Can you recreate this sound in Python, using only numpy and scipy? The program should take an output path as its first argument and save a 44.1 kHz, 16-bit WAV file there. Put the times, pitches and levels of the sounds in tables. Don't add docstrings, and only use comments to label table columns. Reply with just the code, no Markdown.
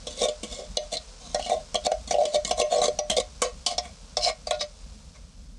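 import sys
import numpy as np
from scipy import signal
from scipy.fft import rfft, irfft
from scipy.io import wavfile
from scipy.ndimage import uniform_filter1d, minimum_filter1d

SR = 44100
rng = np.random.default_rng(int(sys.argv[2]) if len(sys.argv) > 2 else 0)


def to_wav(sig):
    pcm = np.clip(np.atleast_2d(sig), -1, 1) * 32767
    pcm = np.round(pcm).astype(np.int16)
    wavfile.write(sys.argv[1], SR, pcm.T)


N = 246298
AGE = np.arange(int(.3 * SR)) / SR


def from_db(db):
    return 10 ** (np.asarray(db) / 20)


def rms_one(x):
    return x / np.sqrt(np.mean(x ** 2) + 1e-20)


def at_level(x, db):
    return from_db(db) * x / np.sqrt(np.sum(x ** 2) / (SR / 100) + 1e-20)


def value_at(s, rows):
    return np.interp(s, *np.transpose(rows))


def band(x, edges_hz, order=2):
    return signal.sosfilt(signal.butter(order, edges_hz, "band", fs=SR, output="sos"), x + 1e-18)


def resonate(x, hz, width_hz):
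    radius = np.exp(-np.pi * width_hz / SR)
    feedback = [1, -2 * radius * np.cos(2 * np.pi * hz / SR), radius ** 2]
    return signal.lfilter(np.array([1, 0, -1]) * (1 - radius ** 2) / 2, feedback, x + 1e-18)


def colour(x, spectrum):
    hz, db = np.transpose(spectrum)
    bins_hz = np.maximum(np.fft.rfftfreq(N, 1 / SR), 1)
    gain = from_db(np.interp(np.log(bins_hz), np.log(hz), db))
    return rms_one(irfft(rfft(x) * gain, N))


def grains(size, per_s, spread_db):
    born = rng.random(size) < per_s / SR
    sign = np.sign(rng.standard_normal(size))
    strength = from_db(spread_db * np.minimum(rng.standard_normal(size), 2))
    return rms_one(born * sign * strength)


def sizzle(gain_db=-4.0):
    # (t/s, relative level/dB)
    frying = [(0.0, -46), (2.7, -47), (4.9, -50.5), (5.58, -57)]
    # (f/Hz,
    # relative spectral level/dB)
    spectrum = [(240, -50), (400, -2), (506, 5.5), (680, -0.5), (765, -2.5), (1320, -3.5), (1880, -10.5),
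                (2380, -6.5), (2920, -6.5), (5260, -0.5), (8430, -7), (10400, -16.5), (13500, -51)]
    bursts = colour(grains(N, per_s=8000, spread_db=4.5), spectrum)
    return from_db(gain_db + value_at(np.arange(N) / SR, frying)) * bursts


def rumble(level_db=-46.5, waver_db=2.5, waver_s=0.073):
    # (f/Hz, relative spectral level/dB)
    spectrum = [(20, -34), (30, -13), (40, 4.5), (48, 1), (62, -1.5), (85, -11), (115, -22.5), (155, -13.5),
                (215, -16), (270, -23.5), (330, -38), (600, -48.5)]
    waver = rms_one(uniform_filter1d(rng.standard_normal(N), int(waver_s * SR)))
    return from_db(level_db + waver_db * waver) * colour(rng.standard_normal(N), spectrum)


def knock(s, chatter_t60, *touch, crack_db=5, crack_t60=.016, judder_db=-27, cushion_s=.0016):
    levels_db, cavity_hz, ring = contact(s, *touch, ring_db=12)
    chatter = from_db(-60 * AGE / chatter_t60)
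    crack = from_db(crack_db - 60 * AGE / crack_t60)
    force = (chatter + crack) * (1 - np.exp(-AGE / cushion_s))
    friction = force * grains(len(AGE), per_s=10000, spread_db=1.5)
    push = (AGE == 0) + from_db(judder_db) * chatter * rng.standard_normal(len(AGE))
    return s, can(s, push, friction, levels_db, ring, cavity_hz, cavity_width_hz=280)


def contact(s, hollow_db, wall_db, bite_db, ring_hz, ring_db):
    # (t/s, thud gain/dB)
    sauce = [(0.0, 3), (3.4, 1.5), (3.7, -1.5), (4.6, -10.5)]
    # (t/s, f/Hz)
    mouth = [(0.1, 520.7), (0.77, 591), (0.95, 665), (1.35, 747.3), (1.75, 623.4), (2.0, 709.6),
             (2.35, 610), (2.51, 662.6), (2.74, 600.8), (2.82, 662), (2.88, 535), (2.99, 703), (3.1, 683),
             (3.17, 550), (3.44, 531), (3.66, 722.4), (4.5, 646.7), (4.61, 598)]
    sauce_db, cavity_hz = value_at(s, sauce), value_at(s, mouth)
    thud_db = -31.5 + 0.53 * wall_db + bite_db + sauce_db
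    clank_db = -14 + wall_db + 0.26 * (hollow_db - wall_db) + 2 * bite_db - 0.84 * sauce_db
    edge_db = -4.5 + wall_db + bite_db
    ring = (ring_hz, ring_db - 0.53 * bite_db)
    return (thud_db, hollow_db, clank_db, wall_db, edge_db), cavity_hz, ring


def can(s, push, friction, levels_db, ring, cavity_hz, cavity_width_hz):
    # (t/s, damping factor)
    grip = [(0.9, 0.81), (1.4, 1.19), (2.6, 0.83), (3.1, 1.07), (3.7, 1.43), (4.3, 1.23)]
    damping = value_at(s, grip)
    thud_db, hollow_db, clank_db, rasp_db, edge_db = levels_db
    tin = wall(friction, damping, *ring)
    return (at_level(band(push, (164.5, 293)), thud_db)
            + at_level(hollow(push, damping, cavity_hz, cavity_width_hz), hollow_db)
            + at_level(band(tin, (796, 2540), order=4), clank_db)
            + at_level(band(tin, (2850, 6030), order=4), rasp_db)
            + at_level(band(tin, (6040, 8890)), edge_db))


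def wall(friction, damping, ring_hz, ring_db, direct_db=-11, scatter_db=5.0, grip_shift=0.01):
    # (f/Hz, bandwidth/Hz, relative level/dB)
    modes = [(977, 15, -59), (1086, 40.6, 9.5), (1154, 30, 1), (1420, 10.4, -2.5), (1540, 7.3, -30),
             (1630, 23, -17), (1890, 15, -3), (1952, 18, 1.5), (2089, 36, -2), (2139, 21, 6), (2310, 43, 0),
             (2586, 13, -1), (2750, 39, -12), (3000, 92, -2.5), (3090, 110, -16), (3385, 110, 1.5),
             (3473, 330, -13.5), (3580, 65, 1), (3950, 77, 0), (4153, 93, 6), (4543, 140, 0),
             (4934, 28, 6.5), (5320, 180, -3.5), (5200, 49, -60), (5950, 150, -13), (6220, 16, -0.5),
             (6600, 45, -29), (7240, 130, -5.5), (7860, 30, -56), (9260, 230, -12.5)]
    chance = rng.standard_normal((len(modes), 2))
    out = from_db(direct_db) * friction
    for k, ((hz, width, db), (strength, shift)) in enumerate(zip(modes, chance)):
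        mode = resonate(friction, hz * (1 + grip_shift * shift), width * damping) / damping
        out = out + (-1) ** k * from_db(db + scatter_db * strength) * mode
    return out + from_db(ring_db - 3.5) * resonate(friction, ring_hz, width_hz=200)


def hollow(push, damping, cavity_hz, cavity_width_hz, grip_shift=0.0075):
    # (f/Hz, bandwidth/Hz, relative level/dB)
    modes = [(386, 36, -0.5), (470.6, 49, -3), (500.7, 50, 1), (599.1, 15.5, 7.5), (632.7, 15.2, 1.5),
             (695.6, 30.4, -0.5), (718.3, 15.3, 6)]
    shift = 1 + grip_shift * rng.standard_normal()
    base_damping = damping ** 0.62
    boom = sum(from_db(db) * resonate(push, hz * shift, width * base_damping) for hz, width, db in modes)
    air = resonate(resonate(boom, cavity_hz, cavity_width_hz), cavity_hz, cavity_width_hz)
    return band(air, (370, 780), order=4)


def scrape(hardest_s, swell_s, release_s, *touch, smooth_share=1.1, sing_db=-16, sink_octaves_per_s=2.6):
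    levels_db, cavity_hz, ring = contact(hardest_s, *touch, ring_db=5.5)
    pressure = np.interp(AGE, [0, swell_s, swell_s + release_s], [0, 1, 0]) ** 2
    catching = slips(per_s=130, unevenness=0.41, slip_s=0.0021)
    friction = pressure * (smooth_share + catching) * grains(len(AGE), per_s=16000, spread_db=-1.5)
    judder_hz = cavity_hz * 2 ** (sink_octaves_per_s * (swell_s - AGE))
    singing = from_db(sing_db) * np.sin(2 * np.pi * np.cumsum(judder_hz) / SR)
    push = pressure * (catching * rng.standard_normal(len(AGE)) + singing)
    start_s = hardest_s - swell_s
    return start_s, can(start_s, push, friction, levels_db, ring, cavity_hz, cavity_width_hz=290)


def slips(per_s, unevenness, slip_s, count=160):
    gaps_s = np.exp(unevenness * rng.standard_normal(count)) / per_s
    at = (np.cumsum(gaps_s) * SR).astype(int)
    jumps = np.bincount(at, rng.uniform(0.076, 1, count), len(AGE))[:len(AGE)]
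    return rms_one(signal.lfilter([1], [1, -np.exp(-1 / (slip_s * SR))], jumps + 1e-18))


def plop(s, db, t60=0.097, band_hz=(160, 330)):
    burst = from_db(-60 * AGE / t60) * rng.standard_normal(len(AGE))
    return s, at_level(band(burst, band_hz), db)


def spoon():
    # (t/s, chatter T60/s, hollow level/dB, wall level/dB, bite/dB, wall ring f/Hz)
    blows = [(0.068, 0.086, -32.5, -32, 0.5, 3490), (0.215, 0.041, -20, -30, 2, 5560),
             (0.283, 0.09, -24.5, -30, -0.5, 3430), (0.431, 0.12, -36.5, -34.5, 4, 3000),
             (0.7695, 0.017, -17, -15, -4.5, 4170), (0.968, 0.053, -45, -26.5, -9.5, 4200),
             (1.3445, 0.06, -18.5, -25, 2.5, 5550), (1.393, 0.053, -26, -44, 5.5, 3080),
             (1.459, 0.13, -28.5, -40, 4.5, 4420), (1.4946, 0.07, -21.5, -37, 6.5, 4100),
             (1.516, 0.044, -17.5, -40, -2, 3950), (1.743, 0.022, -26.5, -33, 7, 3100),
             (1.7525, 0.057, -22, -23.5, -4.5, 2980), (1.851, 0.038, -29.5, -35, 2, 4500),
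             (1.865, 0.024, -10, -25.5, 1.5, 4430), (1.9155, 0.029, -14, -34.5, 2.5, 1420),
             (2.0738, .14, -43.5, -36, 2, 4330), (2.108, 0.051, -19.5, -26.5, 3, 5900),
             (2.14, .11, -16.5, -35, -5, 2850), (2.182, 0.09, -14.5, -41.5, -2.5, 4020),
             (2.2525, 0.052, -27, -30, 0.5, 3390), (2.343, 0.075, -17, -26.5, -1, 4180),
             (2.4475, .033, -37, -28, 3.5, 6480), (2.5088, 0.053, -18, -25, 2, 2950),
             (2.598, 0.058, -17.5, -20.5, -0.5, 4020), (2.614, 0.024, -12, -24.5, -0.5, 2720),
             (2.7235, 0.024, -12.5, -47, -10, 4280), (2.759, 0.45, -17, -33, 3, 7930),
             (2.781, 0.13, -21, -31.5, 1, 3450), (2.8156, 0.13, -15, -23, 3, 3950),
             (2.841, 0.082, -19, -33, -3, 6500), (2.856, .024, -26, -28, -3, 4000),
             (2.8795, 0.019, -19, -29.5, -0.5, 4740), (2.988, 0.051, -10, -12.5, -2, 5820),
             (3.098, .11, -24.5, -20.5, 3, 3210), (3.165, 0.072, -22, -22.5, -1, 4930),
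             (3.199, 0.052, -30, -28.5, 2.5, 3830), (3.418, 0.08, -17.5, -20, 8, 1120),
             (3.6625, .1, -21, -10, -1, 4860), (3.779, 0.069, -23, -21.5, -3, 5460),
             (4.1685, 0.078, -18.5, -17.5, -3.5, 5170), (4.469, 0.1, -28, -29, -4, 4660),
             (4.5078, 0.045, -16.5, -24.5, 0.5, 4050), (4.608, .056, -30.5, -33, 1, 5000)]
    # (hardest t/s, swell/s, release/s, hollow level/dB, wall level/dB, bite/dB, wall ring f/Hz)
    strokes = [(0.111, 0.023, 0.094, -48, -37, 2, 3810), (0.195, .056, 0.11, -29, -28, -0.5, 3670),
               (0.242, .058, 0.048, -17.5, -23, 2.5, 5630), (0.529, 0.09, 0.2, -36.5, -31, 1.5, 3560),
               (0.585, 0.024, 0.081, -31, -44.5, 3.5, 4530), (0.94, 0.038, 0.034, -26.5, -26, 0.5, 4750),
               (1.239, 0.097, 0.63, -42, -37.5, 2.5, 6360), (1.429, .074, 0.18, -41, -29.5, -4, 2920),
               (1.52, .036, 0.12, -16, -32.5, 0.5, 4170), (1.864, .034, 0.012, -26, -25.5, 0, 4430),
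               (2.124, .05, 0.032, -32, -32, 3.5, 5960), (2.215, 0.042, 0.088, -14.5, -37, 1, 4070),
               (2.29, .04, 0.19, -34.5, -40, 2, 3420), (2.36, 0.055, 0.019, -19, -27.5, -0.5, 4180),
               (2.481, 0.056, 0.055, -35.5, -30.5, 4.5, 7300), (2.61, 0.06, 0.032, -14.5, -25, 5.5, 3970),
               (2.735, .049, 0.046, -13, -24.5, 2, 6960), (2.84, .033, 0.068, -19.5, -21.5, 3, 3960),
               (3.115, .014, 0.059, -24, -29, -20, 3130), (3.179, .022, 0.049, -17.5, -23.5, -0.5, 5000),
               (3.436, 0.017, 0.083, -20.5, -28.5, 0, 6500),
               (3.705, 0.036, 0.087, -25.5, -29.5, -0.5, 4950), (3.85, 0.057, 0.087, -38, -47, 6, 2280),
               (4.238, 0.051, 0.11, -28.5, -15.5, -7, 5230), (4.29, .065, 0.037, -18.5, -31, 3.5, 2250),
               (4.525, .028, .083, -30, -34.5, -14, 4100), (4.617, .033, 0.037, -27, -24, -8.5, 5040),
               (5.16, .036, 0.018, -59, -55.5, 4.5, 5800)]
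    # (t/s, level/dB)
    lumps = [(0.431, -34.5), (3.097, -30)]
    out = np.zeros(N + len(AGE))
    for source, rows in (knock, blows), (scrape, strokes), (plop, lumps):
        for row in rows:
            start_s, sound = source(*row)
            at = round(start_s * SR)
            out[at:at + len(AGE)] += sound
    return out[:N]


def yard(x, first_echo_s=0.0016):
    # (low f/Hz, high f/Hz, level/dB re the direct sound, T60/s)
    echo_bands = [(193, 1090, -12, 0.15), (945, 3160, -8.5, 0.19), (3200, 18000, -21, 0.2)]
    echoes = 0
    for low_hz, high_hz, db, t60 in echo_bands:
        tail = band(grains(len(AGE), per_s=3500, spread_db=2.5), (low_hz, high_hz))
        tail = tail * (AGE > first_echo_s) * from_db(-60 * AGE / t60)
        band_share = (high_hz - low_hz) / (SR / 2)
        echoes = echoes + from_db(db) * tail * np.sqrt(band_share / np.sum(tail ** 2))
    return signal.fftconvolve(x, echoes)[:N]


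def limiter(x, ceiling_db=-10.5, release_db_per_s=130, ramp_samples=64):
    over_db = np.maximum(20 * np.log10(np.abs(x).max(axis=0) + 1e-9) - ceiling_db, 0)
    creep_db = release_db_per_s * np.arange(N) / SR
    held_db = np.maximum.accumulate(over_db + creep_db) - creep_db
    gain_db = uniform_filter1d(minimum_filter1d(-held_db, ramp_samples), ramp_samples)
    return x * from_db(gain_db)


def scene():
    direct = spoon()
    return np.tile(direct + yard(direct) + sizzle() + rumble(), (2, 1))


def record(dry, roll_off_hz=10400, cutoff_hz=13600):
    dull = signal.sosfilt(signal.butter(6, roll_off_hz, fs=SR, output="sos"), dry)
    return signal.sosfilt(signal.ellip(10, .1, 80, cutoff_hz, fs=SR, output="sos"), limiter(dull))


dry = scene()
out = record(dry)
to_wav(out)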